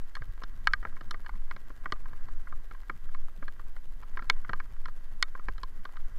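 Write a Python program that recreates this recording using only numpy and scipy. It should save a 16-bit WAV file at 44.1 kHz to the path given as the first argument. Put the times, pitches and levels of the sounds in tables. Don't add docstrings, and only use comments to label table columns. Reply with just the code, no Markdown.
import sys
import numpy as np
from scipy import signal
from scipy.fft import rfft, irfft
from scipy.io import wavfile

SR = 44100
rng = np.random.default_rng(int(sys.argv[2]) if len(sys.argv) > 2 else 0)


def dump(signal):
    limited = np.clip(np.atleast_2d(signal).T, -1, 1)
    pcm = np.round(limited * 32767).astype(np.int16)
    wavfile.write(sys.argv[1], SR, pcm)


N = 272538

# f/Hz, relative level/dB, 60 dB decay time/s
WALL_MODES = [(1045, -1, 0.028), (1215, -7, 0.046), (1361, -1, 0.015), (1460, -3.5, 0.0075),
              (1597, -2, 0.02), (1917, -5.5, 0.022), (2213, -5, 0.023), (2510, -17.5, 0.0094)]
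# t/s, road hum level/dB, tyre hiss level/dB, each before the offset of its source
ROAD = [(0.0, -66.5, -68.5), (0.86, -59, -66.5), (1.45, -63.5, -69), (1.76, -62.5, -66.5), (2.45, -61, -66),
        (2.71, -64, -68), (3.97, -65, -72), (4.35, -60, -64), (4.88, -62, -70), (5.45, -64.5, -68),
        (5.64, -62, -68.5), (6.15, -66.5, -66)]


def from_db(db):
    return 10 ** (np.asarray(db) / 20)


def rms_one(x):
    return x / np.sqrt(np.mean(x ** 2) + 1e-20)


def at_level(x, db):
    return from_db(db) * x / np.sqrt(np.mean(x[:662] ** 2) + 1e-20)


def add(out, s, sound):
    at = int(np.clip(round(s * SR), 0, N - 1))
    out[at:at + len(sound)] += sound[:N - at]


def in_time(rows):
    s, *columns = np.transpose(rows)
    return [np.interp(np.arange(N) / SR, s, c) for c in columns]


def drift(rate):
    knots = rng.standard_normal(N // 40)
    return np.interp(np.arange(N) / SR * rate, np.arange(len(knots)), knots)


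def noise(spectrum):
    hz, db = np.transpose(spectrum)
    log_f = np.log(np.maximum(np.arange(N // 2 + 1) * SR / N, 1e-3))
    outside = np.abs(log_f - np.clip(log_f, np.log(hz[0]), np.log(hz[-1])))
    gain = from_db(np.interp(log_f, np.log(hz), db) - 38 * outside)
    return rms_one(irfft(rfft(rng.standard_normal(N)) * gain, N))


def band(x, low_hz, high_hz):
    sos = signal.butter(2, [low_hz, min(high_hz, .45 * SR)], "band", fs=SR, output="sos")
    return signal.sosfilt(sos, x)


def ring(force, hz, t60):
    r, w = from_db(-60 / (t60 * SR)), 2 * np.pi * hz / SR
    return signal.lfilter([0, np.sin(w)], [1, -2 * r * np.cos(w), r * r], force + 1e-18)


def hiss_and_bursts():
    # f/Hz, relative level/dB
    mic_hiss = [(300, 14.5), (3000, 2), (6000, -5.5), (10000, -7), (15500, -8)]
    # t/s of the centre within the cycle, added amplitude as level/dB
    bursts = [(.0045, -59.5), (0.0164, -61), (0.0764, -66.5)]
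    cycle_s, half_burst_s = .08, .0012
    phase_s = np.arange(N) / SR % cycle_s
    gate = sum(from_db(db) * (np.abs(phase_s - s) < half_burst_s) for s, db in bursts)
    return (from_db(-68.5) + gate) * noise(mic_hiss)


def whine():
    # f/Hz, peak level/dB
    tones = [(3125, -85), (4690, -89), (6250, -89), (12500, -81), (13250, -91), (14050, -96)]
    t = np.arange(N) / SR
    return sum(from_db(db) * np.sin(2 * np.pi * hz * t + 1.8 * drift(110)) for hz, db in tones)


def electronics():
    return hiss_and_bursts() + whine()


def frame():
    # f/Hz, relative level/dB
    sway_spectrum = [(3, -14), (8, 0), (12, 0), (16, -12), (24, -30)]
    rumble_spectrum = [(12, -10), (20, 0), (34, -4), (50, -18), (80, -29), (160, -50)]
    # t/s, rumble level/dB
    shake = [(0, -54), (.18, -40), (.3, -37), (.5, -41.5), (.88, -33), (.97, -56), (1.2, -39.5),
             (1.45, -43), (3.9, -46), (4.26, -40), (4.4, -47), (4.65, -38.5), (5.35, -52.5), (5.5, -28.5),
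             (5.85, -54), (6.15, -29)]
    rumble_db, = in_time(shake)
    sway = from_db(-28.5) * noise(sway_spectrum)
    return sway + from_db(rumble_db) * noise(rumble_spectrum)


def road_hum():
    # f/Hz, relative level/dB
    hum_spectrum = [(45, 0), (75, 4), (105, 2), (150, -5), (230, -6.5), (400, -21.5), (650, -28),
                    (1200, -20.5)]
    offset_db, flutter_db = 2, 4.6
    hum_db, _ = in_time(ROAD)
    return from_db(hum_db + offset_db + flutter_db * drift(25)) * noise(hum_spectrum)


def drizzle(per_s, size_db):
    born = rng.random(N) < per_s / SR
    sizes = born * from_db(size_db * rng.random(N)) * rng.choice([-1, 1], N)
    patter = np.zeros(N)
    for hz, db, t60 in WALL_MODES[:6]:
        force = sizes * rng.uniform(0.17, 1, N)
        patter += ring(force, hz, t60) * from_db(db)
    return rms_one(patter)


def wet_tyres():
    # f/Hz, relative level/dB
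    hiss_spectrum = [(400, -16.5), (750, -15), (1080, 6), (1220, -0.5), (1350, 4), (1470, 3), (1620, 10),
                     (1770, -2), (1900, 7), (2250, -9.5), (2700, -31), (3100, -11.5), (3700, -70),
                     (4300, -17.5), (7000, -17.5)]
    hiss_offset_db, flutter_db, spray_offset_db = 0.5, 1.27, -2
    _, tyre_db = in_time(ROAD)
    hiss = from_db(tyre_db + hiss_offset_db + flutter_db * drift(30)) * noise(hiss_spectrum)
    spray = from_db(tyre_db + spray_offset_db) * drizzle(per_s=42, size_db=32)
    return hiss + spray


def ride():
    return frame() + road_hum() + wet_tyres()


def mount():
    # t/s, initial envelope level/dB
    hits = [(0.6734, -38), (5.227, -49)]
    # t/s, peak envelope level/dB, f/Hz
    jolts = [(0.207, -39, 114), (0.284, -39.5, 84.6), (0.85, -41, 92), (1.35, -51, 185), (2.543, -69, 139),
             (2.894, -49, 126), (2.946, -57.5, 162), (3.381, -50.5, 180), (4.418, -54.5, 185),
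             (4.495, -45, 167), (5.786, -55, 189)]
    mount_hz, mount_t60_s, rise_s = 1305, 0.16, 0.0071
    out, t = np.zeros(N), np.arange(SR // 4) / SR
    for s, db in hits:
        add(out, s, from_db(db - 60 * t / mount_t60_s) * np.sin(2 * np.pi * mount_hz * t))
    swell = t / rise_s
    envelope = swell * np.exp(1 - swell)
    for s, db, hz in jolts:
        add(out, s, from_db(db) * envelope * np.sin(2 * np.pi * hz * t))
    return out


def struck(force, modes, spot_hz, spot_db, scatter_db):
    out = 0
    for k, (hz, db, t60) in enumerate(modes):
        favour = spot_db * np.exp(-(np.log(hz / spot_hz) / 0.41) ** 2)
        level_db = db + favour + rng.normal(0, scatter_db)
        out = out + (-1) ** k * at_level(ring(force, hz, t60), level_db)
    return out


def drop(contact_s, pitch_hz, thud_db, wall_db, rim_db, crack_db):
    # f/Hz, relative level/dB, 60 dB decay time/s
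    rim_modes = [(3000, 4.5, 0.015), (3396, 0, 0.01), (3600, -2.5, 0.024), (3900, 0.5, 0.0048),
                 (4290, 5, 0.016), (5030, 0.5, 0.0074), (5890, -6.5, 0.0097)]
    crack_modes = [(6470, 11, 0.0063), (7630, 8.5, 0.0035), (8870, 2.5, 0.0085), (10360, 7.5, 0.0025),
                   (12200, -6.5, 0.0059), (14100, -10, 0.00082)]
    t = np.arange(4096) / SR
    spread_s = max(contact_s, 1e-4) * 0.73
    splash = rng.standard_normal(len(t)) * t / spread_s * np.exp(-t / spread_s)
    force = splash / np.linalg.norm(splash) * (spread_s / 0.00079) ** 3.5
    force[0] += 1
    wall = struck(force, WALL_MODES, pitch_hz, spot_db=15.5, scatter_db=4.0)
    wall = band(band(wall, 620, 2400), 790, 5200)
    rim_hz = np.interp(crack_db - rim_db, [-22, -10], [3200, 4800])
    rim = band(struck(force, rim_modes, rim_hz, spot_db=4.5, scatter_db=2.5), 2260, 12000)
    crack = band(struck(force, crack_modes, pitch_hz, spot_db=0, scatter_db=2.5), 3900, 21000)
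    shudder = force + 0.19 * rng.standard_normal(len(t)) * np.exp(-t / 0.0072)
    thud = band(shudder, 54, 650)
    return at_level(thud, thud_db) + at_level(wall, wall_db) + at_level(rim, rim_db) + at_level(crack, crack_db)


def light_drops():
    per_s, mean_db, spread_db, centre_hz = 2, -57.5, 1, 1260
    thud_db, rim_db = -12, -21
    rows = []
    for when, strength, spot in rng.random((int(per_s * N / SR), 3)):
        wall_db = mean_db + spread_db * (2 * strength - 1)
        pitch_hz = centre_hz * 2 ** ((spot - .5) / 2)
        rows.append((when * N / SR, wall_db, pitch_hz, wall_db + thud_db, wall_db + rim_db))
    return rows


def rain():
    # t/s, wall ring level/dB, strongest pitch f/Hz, thud level/dB, rim ring level/dB
    drops = [(.152, -43, 1810, -73, -48.5), (.166, -43, 1250, -58, -63), (.219, -46, 1620, -55, -69),
             (.419, -47, 1180, -58, -69), (.4355, -43.5, 1570, -52.5, -52), (.6719, -21, 1760, -65, -33.5),
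             (.7347, -23.5, 1710, -52.5, -38), (.827, -48.5, 1430, -55, -71),
             (.8515, -36, 1300, -45.5, -69), (.869, -52.5, 1500, -55, -73), (.966, -51.5, 1250, -70, -79),
             (1.009, -47.5, 1260, -51, -61), (1.1095, -39.5, 1380, -56, -43.5),
             (1.1425, -43.5, 1540, -52.5, -65.5), (1.2615, -44.5, 1440, -68, -58),
             (1.292, -43.5, 1120, -61, -68), (1.5105, -39.5, 1740, -57.5, -56.5),
             (1.563, -49.5, 1480, -55, -61.5), (1.703, -53, 1270, -52.5, -78),
             (1.8581, -35.5, 1450, -48.5, -68), (1.9221, -32.5, 1350, -40.5, -41.5),
             (2.056, -49, 1270, -76, -73), (2.1315, -52, 1090, -61, -73), (2.285, -51.5, 1480, -58, -70),
             (2.4716, -48.5, 1330, -66, -83), (2.524, -45, 1110, -58, -74), (2.7106, -48, 1460, -58, -69),
             (2.7472, -53.5, 1110, -73, -74), (2.8971, -34.5, 1400, -46.5, -59),
             (3.1458, -45, 1400, -64, -65), (3.425, -46, 1260, -48.5, -80),
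             (3.4795, -42.5, 1450, -53.5, -59.5), (3.595, -50, 1350, -62, -72),
             (3.7645, -53, 1610, -59.5, -70), (4.031, -50, 1100, -64, -69), (4.172, -38, 1410, -52, -59.5),
             (4.192, -41, 1330, -60, -67), (4.2225, -47, 1430, -54, -66), (4.2988, -22.5, 2270, -43, -28.5),
             (4.447, -47, 1370, -71, -73), (4.494, -36.5, 1430, -40, -57.5),
             (4.533, -32.5, 1380, -51.5, -52.5), (4.6005, -40, 1450, -63, -63),
             (4.856, -41.5, 1430, -64, -55), (4.883, -46.5, 1290, -58, -67), (5.2262, -26, 1860, -49, -28),
             (5.3507, -42.5, 1400, -53.5, -79), (5.393, -48.5, 1190, -57.5, -78),
             (5.4849, -36.5, 1550, -44, -58), (5.580, -51.5, 1680, -61, -60),
             (5.6329, -39.5, 1180, -55, -48.5), (5.852, -42, 1330, -54, -55.5),
             (5.9675, -48.5, 1440, -76, -63)]
    typical_db, typical_contact_s, halving_db = -42.5, .0013, 13
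    crack_offset_db, crack_growth = -10.5, 0.79
    out = np.zeros(N)
    for s, wall_db, pitch_hz, thud_db, rim_db in list(drops) + light_drops():
        extra_db = max(wall_db, typical_db) - typical_db
        contact_s = typical_contact_s * 2 ** (-extra_db / halving_db)
        crack_db = rim_db + crack_offset_db + crack_growth * (rim_db - wall_db)
        add(out, s, drop(contact_s, pitch_hz, thud_db, wall_db, rim_db, crack_db))
    return out


def scene():
    return (electronics() + ride() + mount() + rain())[None]


def record(dry):
    return signal.sosfilt(signal.ellip(10, .1, 80, 15550, fs=SR, output="sos"), dry)


dry = scene()
out = record(dry)
dump(out)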